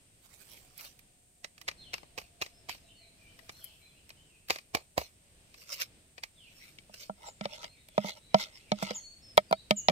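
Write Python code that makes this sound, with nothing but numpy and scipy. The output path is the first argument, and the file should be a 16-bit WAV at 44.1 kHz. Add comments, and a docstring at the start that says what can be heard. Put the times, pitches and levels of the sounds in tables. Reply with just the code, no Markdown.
"""Outdoors, close up: a finger flicks a sheet of paper so that powder drops into a thin plastic tub.
Each flick snaps the sheet and sends powder skittering over it. The paper rustles as it is put away.
Then a steel teaspoon mixes the powder with a little water: its knocks make the tub ring briefly,
and grains catch under its edge as it scrapes. Small birds call from the trees over a quiet rumble,
a faint far-off hum and the hiss of the microphones."""
import sys
import numpy as np
from scipy import signal
from scipy.fft import rfft, irfft, next_fast_len
from scipy.io import wavfile
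from scipy.ndimage import uniform_filter1d, map_coordinates

SR = 44100
rng = np.random.default_rng(int(sys.argv[2]) if len(sys.argv) > 2 else 0)


def file_out(sig):
    """Save sig as 16-bit WAV at sys.argv[1]."""
    # one column per channel
    cols = np.atleast_2d(sig).T
    # limit, then scale
    lim = np.clip(cols, -1, 1)
    pcm = np.round(lim * 32767).astype(np.int16)
    wavfile.write(sys.argv[1], SR, pcm)


N = 437031
TIME = np.arange(N) / SR  # seconds since the scene began
AGE = np.arange(SR // 4) / SR  # seconds since one short sound began

# A "colour" says how strong each frequency is. "Pan" is the left level minus the right level.
# colour of the far rumble and leaves: f/Hz, level/dB
AIR_COLOUR = [(12, -14), (20, -4.5), (76, -3), (156, -6.5), (211, -10.5), (412, -15), (544, -16.5),
              (655, -16.5), (864, -23), (1170, -26), (2230, -20.5), (2560, -19), (5000, -23.5), (6500, -30),
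              (11000, -120)]
# how loud the rumble and leaves are over time: t/s, level/dB
AIR_LEVELS = [(0.0, -65.5), (0.66, -64.5), (1.41, -67.5), (1.82, -63.5), (4.16, -64.5), (9.9, -62)]
# how alike they sound at the two microphones: f/Hz, likeness/0-1
AIR_LIKENESS = [(60, 0.93), (290, 0.77), (640, 0.49), (1400, 0)]
# colour of the microphones' hiss: f/Hz, level/dB
HISS_COLOUR = [(3000, -45.5), (5500, -17), (7000, -9.5), (8600, 0), (9400, -4.5), (9900, -24), (11500, -13),
               (15000, -22.5), (16000, -20.5)]
# a faint far-off hum, perhaps traffic: t/s, f/Hz, level/dB
HUM_PATH = [(.3, 750, -96), (.7, 740, -74.5), (1.2, 720, -84), (2.2, 699.5, -70), (3.399, 660, -77),
            (4.2, 650, -90)]
# whistles of far birds: t/s, length/s, start f/Hz, end f/Hz, level/dB, roughness (0 is smooth)
BIRD_WHISTLES = [(1.771, 0.16, 4500, 2414, -64.5, .7), (1.773, 0.089, 4200, 4200, -59, 0.33),
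                 (2.517, 0.12, 5160, 5250, -71.5, 0.65), (2.855, 0.094, 2700, 3150, -68.5, 0.98),
                 (2.944, .16, 4480, 3930, -66.5, 0.64), (3.179, .11, 2440, 2330, -68.5, .3),
                 (3.51, 0.13, 4180, 4200, -67, 0.46), (3.576, 0.13, 3395, 2880, -65, 1.12),
                 (3.814, 0.064, 4040, 4090, -66, 0.18), (3.866, 0.067, 3850, 3030, -76, 0.4),
                 (4.138, 0.11, 2780, 3260, -73.5, 0.66), (6.348, .15, 4000, 2240, -65, 0.61),
                 (7.666, 0.085, 4090, 4300, -68, 0.36), (8.216, 0.15, 4030, 3840, -71.5, 0.1),
                 (8.963, .21, 4320, 4470, -58.5, 0.05), (9.212, 0.13, 5370, 5150, -59.5, 0.24),
                 (9.48, 0.08, 4960, 4180, -60.5, 0.07), (9.557, 0.062, 3710, 4120, -61.5, 0.3),
                 (9.753, 0.057, 3010, 2810, -62, 0.15)]
# spells of faint bird chatter: start t/s, end t/s
CHATTER_SPELLS = [(2.6, 4.3), (7.6, 8.7)]
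# thin falling chirps of a nearer bird: t/s, start f/Hz, level/dB
BIRD_CHIRPS = [(7.255, 7460, -48), (8.94, 6980, -36), (9.759, 7050, -32)]
# echo of the trees: f/Hz, time to fade by 60 dB/s
TREE_ECHO = [(2000, 0.61), (8000, 0.51)]
# powder and fingertips hissing on the sheet: peak t/s, rise/s, fall/s, level/dB, pan/dB
PAPER_SWISHES = [(.26, 0.077, 0.019, -58.5, -8), (.345, 0.087, 0.063, -59.5, -9),
                 (0.419, 0.057, 0.033, -57, -9), (.52, 0.22, 0.33, -58, -11),
                 (0.831, 0.091, 0.16, -53.5, -9), (3.6, .55, 0.61, -61.5, 4)]
# paper sliding under the fingers: peak t/s, rise/s, fall/s, level/dB
PAPER_SLIDES = [(.55, 0.23, 0.16, -58.5), (0.799, 0.05, 0.036, -46.5), (0.854, .04, 0.075, -48.5),
                (3.66, 0.84, 0.22, -64), (5.62, 0.13, 0.078, -52.5), (5.738, 0.061, 0.038, -32),
                (5.819, 0.049, 0.033, -29.5), (6.65, 0.31, 0.2, -55), (6.942, 0.0046, 0.019, -42),
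                (7.028, .13, 0.074, -46.5)]
# colour of rustling paper: f/Hz, level/dB
RUSTLE_COLOUR = [(240, -50), (400, -23.5), (579, -13), (814, -32.5), (1130, -17), (1840, -21.5),
                 (2290, -8.5), (2970, -12), (3580, -15), (5430, -8.5), (14600, -28), (16000, -47)]
# finger flicks: t/s, thump/dB, crack/dB, skittering powder/dB, first touch against the blow/dB,
# wait until the sheet springs back/s, pan/dB
FINGER_FLICKS = [(1.685, -47.5, -34, -74, -5, 0.028, 1.5), (1.939, -47.5, -36, -50, -6.5, 0.041, 0),
                 (2.183, -47, -42, -47.5, -1.5, 0.032, -6), (2.42, -42.5, -34, -45.5, -5, .042, -0.5),
                 (2.693, -45.5, -40.5, -40, -8.5, .055, -4.5), (4.504, -34, -27.5, -37, -8, 0.055, -1.5),
                 (4.748, -32, -29.5, -47.5, -35, 0.021, -3), (4.978, -28.5, -34, -36, -35, 0.035, -3.5)]
# single crinkles of the sheet: t/s, level/dB, brightness/dB, pan/dB
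PAPER_CRINKLES = [(0.778, -63.5, 22.5, -8), (.809, -55, 11, -6), (.848, -64, 19, -8), (0.991, -62.5, 9, -8),
                  (1.444, -42, -11, -6), (1.579, -58, -4, -5), (1.614, -52.5, 2, -7.5),
                  (2.031, -61.5, -25.5, 4), (3.39, -57, 0, 8), (3.493, -46, -14, -2.5),
                  (3.6419, -64, 29, 11), (4.092, -59, 8, -6), (4.103, -52.5, -11, -1), (4.485, -51, 7, -1),
                  (4.585, -48, -5, 1), (5.542, -55.5, -5, 0.5), (6.18, -50, -13, 6),
                  (6.235, -39.5, -5.5, -3.5)]
# colour of snapping paper: f/Hz, level/dB
SNAP_COLOUR = [(35, -47), (60, -6.5), (262, -8.5), (579, 2.5), (749, 1), (1200, -4), (1410, -15.5),
               (2470, -7), (3580, -15.5), (3940, -11), (5330, -10.5), (9790, -13), (11300, -4),
               (14900, -26), (16000, -13.5)]
# tones of the tub with the spoon in it: f/Hz, level/dB, time to fade by 60 dB/s, pan/dB
TUB_TONES = [(141, 2.5, 0.054, -2.5), (201.6, 8, 0.13, -9), (318.6, -18, 0.012, -30),
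             (426, -11.5, 0.034, 2), (620.4, 2.5, 0.057, -5), (750, -1, 0.037, -7), (925, 1, 0.029, -3.5),
             (1300, -9.5, 0.043, 8.5), (1830, 4, 0.093, 8), (2067, -7, 0.044, 30), (2310, 14, 0.058, 5.5),
             (3170, 8, 0.06, 1), (3606, -11.5, 0.032, 1), (4030, 13, 0.01, -6), (4590, -17, 0.09, 28.5),
             (5200, -2, .02, -1.5)]
# the spoon dragged through wet powder: peak t/s, rise/s, fall/s, grit/dB, hum of the wall/dB
SPOON_SCRAPES = [(7.286, 0.11, 0.032, -44.5, -47), (7.447, 0.032, 0.023, -47.5, -61),
                 (7.55, 0.12, 0.058, -46.5, -55), (7.643, 0.091, 0.055, -44.5, -46),
                 (8.089, 0.12, 0.061, -35.5, -45), (8.171, 0.018, 0.041, -53.5, -58),
                 (8.414, 0.063, 0.069, -31.5, -45), (8.56, 0.094, 0.21, -56, -76),
                 (8.835, 0.07, 0.11, -38, -52), (8.908, 0.1, 0.11, -46, -46.5)]
# colour of the scraping grains: f/Hz, level/dB
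GRIT_COLOUR = [(180, -70), (300, -20), (787, -12), (1340, -9), (1720, -23), (2100, 0), (2360, -12),
               (2980, -6), (4440, -10), (5520, -7.5), (6300, -12.5), (7320, -13.5), (9710, -23.5),
               (14700, -36.5), (16000, -42.5)]
# spoon blows on the tub: t/s, flexing/dB, wall/dB, click/dB, sharp tick/dB, wall f/Hz
SPOON_KNOCKS = [(6.786, -67, -85, -52.5, -76, 625), (6.895, -62, -58, -81, -86, 600),
                (7.096, -44, -38, -66, -77, 646), (7.41, -39.5, -42, -46, -85, 640),
                (7.455, -45, -35, -41, -77, 580), (7.643, -63, -52, -46, -85, 620),
                (7.886, -82, -65.5, -60.5, -61, 614), (7.979, -31.5, -23.5, -40, -59.5, 616),
                (8.045, -38, -41, -60, -71, 603), (8.3438, -27, -18, -30.5, -73, 630),
                (8.718, -29.5, -27.5, -34, -73, 608), (8.825, -35, -34.5, -46, -53.5, 654),
                (8.907, -43, -37.5, -41.5, -64, 504), (9.3723, -61, -55, -38.5, -40.5, 610),
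                (9.377, -42.5, -16, -24, -39.5, 612), (9.511, -38, -32.5, -51, -50, 662),
                (9.5265, -65, -22, -34.5, -53, 640), (9.7084, -29, -24.5, -25.5, -45.5, 618),
                (9.8847, -34, -21, -25, -62, 629), (9.8969, -32.5, -34, -36, -54, 555)]
# colour of the spoon's click: f/Hz, level/dB
CLICK_COLOUR = [(300, 1.5), (1000, -12), (3500, 5.5), (5500, 1), (8000, -11.5), (11000, -40), (15000, -58)]
# colour of bare steel ticking on bare plastic: f/Hz, level/dB
TICK_COLOUR = [(4000, -27), (9000, 10), (11500, 4.5), (15000, -9)]
# how the two microphones hear close sounds: f/Hz, left level/dB, right level/dB
MIC_COLOURS = [(4670, 2.5, 0.5), (5600, -6.5, 1.5), (6500, -31.5, -1), (8400, -6, 0), (9100, -6.5, -5.5),
               (13570, 9, 8), (14930, -2.5, 12)]

WALL_HZ = 623  # the pitch of the tub's wall for which TUB_TONES is listed


def amp(db):
    """Turn decibels into a number to multiply by."""
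    return 10 ** (np.asarray(db) / 20)


def unit(x):
    """Scale x to an average strength (rms) of 1."""
    return x / np.sqrt(np.mean(x ** 2) + 1e-20)


def burst(x):
    """Give x the energy of 20 ms of sound at strength 1."""
    return unit(x) * np.sqrt(SR / 50 / x.shape[-1])


def along(points, hz):
    """Read between (f/Hz, value) points, on a log frequency scale."""
    f, values = np.transpose(points)
    return np.interp(np.log(hz + 1), np.log(f + 1), values)


def filtered(x, response):
    """Multiply each frequency in x by response(hz)."""
    length = x.shape[-1]
    padded = next_fast_len(length + 4096)
    return irfft(rfft(x, padded) * response(np.fft.rfftfreq(padded, 1 / SR)), padded)[..., :length]


def coloured(x, colour, size=4096):
    """Give x a colour, with a filter that rings only after a sound, never before it."""
    cepstrum = irfft(np.log(amp(along(colour, np.fft.rfftfreq(size, 1 / SR)))))
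    cepstrum[1:size // 2] *= 2
    cepstrum[size // 2 + 1:] = 0
    impulse = irfft(np.exp(rfft(cepstrum)))
    return signal.fftconvolve(x, impulse[None], axes=1)[:, :x.shape[-1]]


def stereo_noise(length, apart):
    """Left and right noise: the same when apart is 0, unrelated when it is 1."""
    mid, side = rng.standard_normal((2, length))
    return unit(np.array([mid + apart * side, mid - apart * side]))


def wobble(rate):
    """A smooth curve through rate random points a second."""
    return map_coordinates(rng.standard_normal(int(N * rate / SR) + 4), [TIME * rate])


def fade(seconds):
    """Die away by 60 dB in the given time."""
    return np.exp(-np.log(1000) * AGE / seconds)


def panned(db):
    """Left and right gains that make the left side louder by db."""
    return amp([[db / 2], [-db / 2]])


def add(track, t, sound):
    """Mix a sound into the track at t seconds."""
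    start = round(t * SR)
    track[:, start:start + sound.shape[-1]] += sound[..., :max(N - start, 0)]


def background(hiss_db=-67):
    """Far rumble and leaves, alike at both microphones only in the bass, under steady hiss."""
    def mid_and_side(hz):
        spread = np.arccos(np.clip(along(AIR_LIKENESS, hz), -1, 1)) / 2
        return amp(along(AIR_COLOUR, hz)) * [np.cos(spread), np.sin(spread)]
    mid, side = filtered(rng.standard_normal((2, N)), mid_and_side)
    air_db = np.interp(TIME, *np.transpose(AIR_LEVELS)) + 1.8 * wobble(4.9)
    air = unit(np.array([mid + side, mid - side]))
    hiss = unit(coloured(rng.standard_normal((2, N)), HISS_COLOUR))
    return amp(air_db) * air + amp(hiss_db) * hiss


def far_hum(width_hz=30):
    """A narrow, wavering band of noise that slowly sinks in pitch."""
    t, hz, db = np.transpose(HUM_PATH)
    waver = filtered(rng.standard_normal((2, N)), lambda f: np.exp(-(f / width_hz) ** 2))
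    tone = np.sin(2 * np.pi * np.cumsum(np.interp(TIME, t, hz)) / SR)
    return amp(np.interp(TIME, t, db) + 2.5 * wobble(15)) * unit(waver * tone)


def whistle(length, start_hz, end_hz, rough):
    """One gliding bird note; a rough one flutters in pitch and loudness."""
    progress = np.linspace(0, 1, int(length * SR))
    points = rng.standard_normal((2, 128))
    flutter, tremble = (map_coordinates(row, [progress * length * 350]) for row in points)
    hz = start_hz * (end_hz / start_hz) ** progress + 130 * rough * flutter
    loudness = np.sin(np.pi * progress) * amp(4 * rough * tremble)
    return unit(loudness * np.sin(2 * np.pi * np.cumsum(hz) / SR))


def chirp(start_hz, length=0.075, sag_hz=1660, warble_hz=42.7, depth_hz=402, overtone_db=-30):
    """One thin bird note with a weak overtone; it warbles, peaks early and sags in pitch as it fades."""
    t = AGE[:int(length * SR)]
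    progress = t / length
    warble = depth_hz * (1 - progress) * np.sin(2 * np.pi * warble_hz * t)
    hz = start_hz - sag_hz * progress ** 3 + warble
    phase = 2 * np.pi * np.cumsum(hz) / SR
    loudness = np.sin(np.pi * progress ** 0.63) ** 2
    return loudness * (np.sin(phase) + amp(overtone_db) * np.sin(2 * phase))


def tree_echo(song, echo_db=-1):
    """The trees smear each note into a fading tail; lower notes come from farther off and echo more."""
    hz, t, noise = signal.stft(rng.standard_normal((2, SR // 2)), SR, nperseg=256)
    strength = amp(along([(3000, 7.5), (7000, -5.5)], hz))[:, None]
    decay = np.exp(-np.log(1000) * t / along(TREE_ECHO, hz)[:, None])
    tail = signal.istft(noise * strength * decay, SR, nperseg=256)[1]
    return amp(echo_db) * signal.fftconvolve(song, tail / np.linalg.norm(tail[0]), axes=1)[:, :N]


def birds(notes_per_spell=7, chatter_db=-74.5):
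    """Small birds whistle, chatter faintly and chirp among the echoing trees."""
    song = np.zeros((1, N))
    for t, length, start_hz, end_hz, db, rough in BIRD_WHISTLES:
        add(song, t, amp(db) * whistle(length, start_hz, end_hz, rough))
    for start, end in CHATTER_SPELLS:
        for when, pitch, glide in rng.random((notes_per_spell, 3)):
            middle_hz = 2200 * 2 ** pitch
            step_hz = 900 * (glide - 0.5)
            note = whistle(0.11, middle_hz + step_hz, middle_hz - step_hz, rough=0.8)
            add(song, start + when * (end - start), amp(chatter_db) * note)
    for t, start_hz, db in BIRD_CHIRPS:
        add(song, t, amp(db) * chirp(start_hz))
    return song + tree_echo(song)


def stroke(t, rise, fall, db, swell_db=25):
    """Loudness of one stroke of the hand: it swells to its peak at t and dies away."""
    away = np.maximum((t - TIME) / rise, (TIME - t) / fall)
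    return amp(db - swell_db * np.minimum(away, 10))


def friction(colour, rate, spread_db, apart):
    """Rubbing makes tiny uneven slips, rate a second; their tone shifts as the contact moves."""
    slips = stereo_noise(N, apart) * amp(spread_db * wobble(rate))
    spectrum = signal.stft(slips, nperseg=256)[2]
    # random loud and soft patches, smoothed over frequency and then over time
    patches = uniform_filter1d(rng.standard_normal(spectrum.shape[1:]), size=2, axis=0)
    patches = uniform_filter1d(patches, size=18, axis=1)
    slips = signal.istft(spectrum * amp(4.8 * unit(patches)), nperseg=256)[1][:, :N]
    return unit(coloured(slips, colour))


def paper_swish():
    """Light, dry contact with the sheet gives a broad hiss, only a little stronger in the treble."""
    gain = sum(stroke(*row) * panned(pan_db) for *row, pan_db in PAPER_SWISHES)
    colour = [(2000, -8), (9000, -3.5), (11500, -7), (15000, -20)]  # f/Hz, level/dB
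    return gain * friction(colour, rate=1200, spread_db=4, apart=1)


def paper_rustle(rise_s=0.0037):
    """The sheet slides between the fingers, and powder skitters over it after each flick."""
    skitter = np.zeros((1, N))
    for t, _, _, powder_db, *_ in FINGER_FLICKS:
        add(skitter, t, amp(powder_db) * (1 - np.exp(-AGE / rise_s)) * fade(0.24))
    slides = sum(stroke(*row) for row in PAPER_SLIDES)
    return (slides + skitter) * friction(RUSTLE_COLOUR, rate=1000, spread_db=3.5, apart=0.7)


def snap_events(touch_s=0.0055, spring_db=-16.5, spring_bright_db=-2.5):
    """List the sheet's snaps as t/s, thump/dB, crack/dB, tick/dB, pan/dB; a crinkle is one snap."""
    snaps = []
    for t, thump_db, crack_db, _, touch_db, spring_s, pan_db in FINGER_FLICKS:
        tick_db = crack_db - 14 + 0.48 * (thump_db - crack_db)  # a heavier thump adds treble
        # a flick is three: the nail touches, the blow lands, the sheet springs back softer and duller
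        stages = [(-touch_s, touch_db, 0), (0, 0, 0), (spring_s, spring_db, spring_bright_db)]
        for delay, db, bright_db in stages:
            snaps.append((t + delay, thump_db + db, crack_db + db, tick_db + db + bright_db, pan_db))
    for t, db, bright_db, pan_db in PAPER_CRINKLES:
        snaps.append((t, db - 22 - bright_db, db, db - 11 + bright_db, pan_db))
    return snaps


def paper_snaps(rise_s=0.00064, brush_s=0.0045, brush_db=-20, sheet_db=-8, sheet_hz=2380):
    """The finger brushes the sheet and snaps against it; the tight sheet rings briefly and flutters."""
    out = np.zeros((2, N))
    lead_in = AGE[:SR // 60]
    brush = amp(brush_db) * np.exp(-lead_in[::-1] / brush_s)
    blow = (1 - np.exp(-AGE / rise_s)) * fade(0.024) + amp(-26) * fade(0.17)
    loudness = np.concatenate([brush, blow])
    bands = [signal.butter(3, hz, kind, fs=SR, output="sos")
             for hz, kind in [(1400, "low"), ((1400, 7000), "band"), (7000, "high")]]
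    for t, thump_db, crack_db, tick_db, pan_db in snap_events():
        snap = coloured(stereo_noise(len(loudness), apart=0.57) * loudness, SNAP_COLOUR)
        thump, crack, tick = (burst(signal.sosfilt(band, snap)) for band in bands)
        hz = sheet_hz * np.exp(0.1 * rng.standard_normal())  # pitch depends on how the sheet is bent
        sheet = burst(signal.lfilter(*signal.iirpeak(hz, Q=15, fs=SR), snap))
        crack = burst(crack + amp(sheet_db) * sheet)
        sound = amp(thump_db) * thump + amp(crack_db) * crack + amp(tick_db) * tick
        add(out, t - lead_in[-1], sound * panned(pan_db))
    return out


def tub_ring(low_hz, high_hz, pitch=1, ring_limit_s=0.066):
    """The tub's tones in one range; level, pitch and fade vary with the spot struck and the grip."""
    out = np.zeros((2, len(AGE)))
    grip = np.exp(0.12 * rng.standard_normal())
    for k, (hz, db, fade_s, pan_db) in enumerate(TUB_TONES):
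        extra_db, detune = rng.standard_normal(2) * ([2, 0.012] if hz < 1550 else [3.5, 0.02])
        # the hand and the soft plastic cut every ring short, the high ones most
        ring_s = grip * min(fade_s, ring_limit_s * np.sqrt(WALL_HZ / hz))
        if low_hz <= hz < high_hz:
            tone = (-1) ** k * np.sin(2 * np.pi * hz * pitch * (1 + detune) * AGE)
            out += panned(pan_db) * amp(db + extra_db) * fade(ring_s) * tone
    # so small a tub gives off almost no deep bass
    return burst(signal.sosfilt(signal.butter(3, 125, "high", fs=SR, output="sos"), out))


def spoon_scrapes():
    """Fine grains catch under the spoon's edge and keep the tub's wall humming."""
    grit = friction(GRIT_COLOUR, rate=750, spread_db=4.6, apart=0.6)
    wall = unit(signal.fftconvolve(grit, tub_ring(400, 1550), axes=1)[:, :N])
    grit_gain = sum(stroke(t, rise, fall, db) for t, rise, fall, db, _ in SPOON_SCRAPES)
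    wall_gain = sum(stroke(t, rise, fall, db) for t, rise, fall, _, db in SPOON_SCRAPES)
    return (grit_gain * grit + wall_gain * wall) * panned(-1)


def spoon_knocks():
    """The spoon flexes the tub, rings its wall and clicks; bare steel on plastic adds a sharp tick."""
    out = np.zeros((2, N))
    impact = (1 - np.exp(-AGE / 0.0003)) * (fade(0.013) + amp(-28) * fade(0.08))
    for t, flex_db, wall_db, click_db, tick_db, wall_hz in SPOON_KNOCKS:
        flex = tub_ring(0, 400)
        wall = tub_ring(400, 1550, pitch=wall_hz / WALL_HZ)
        high_ring = tub_ring(1550, SR)
        contact = stereo_noise(len(AGE), apart=0.76) * impact
        click = burst(high_ring + amp(2.5) * panned(-1) * burst(coloured(contact, CLICK_COLOUR)))
        tick = burst(coloured(contact, TICK_COLOUR))
        knock = amp(flex_db) * flex + amp(wall_db) * wall + amp(click_db) * click + amp(tick_db) * tick
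        add(out, t, knock)
    return out


def close_microphones(sound, lag_s=0.000311):
    """Tub and paper are nearer the right microphone, so the left one hears them a little later; each microphone
    also colours close sounds its own way, the left with a deep dip near 6.5 kHz and less top treble."""
    def response(f):
        colour = amp([along(np.c_[hz, db], f) for db in (left_db, right_db)])
        delay = np.exp(1j * np.pi * f * lag_s * np.array([[-1], [1]]))
        return colour * delay
    hz, left_db, right_db = np.transpose(MIC_COLOURS)
    return filtered(sound, response)


def scene():
    """The spoon and the paper close by, with the birds and the outdoors behind them."""
    near = spoon_knocks() + spoon_scrapes() + paper_snaps() + paper_rustle() + paper_swish()
    return close_microphones(near) + birds() + far_hum() + background()


def record(dry, top_hz=15700):
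    """Cut away the very highest treble."""
    return filtered(dry, lambda hz: 1 / np.sqrt(1 + (hz / top_hz) ** 160))


dry = scene()
out = record(dry)
file_out(out)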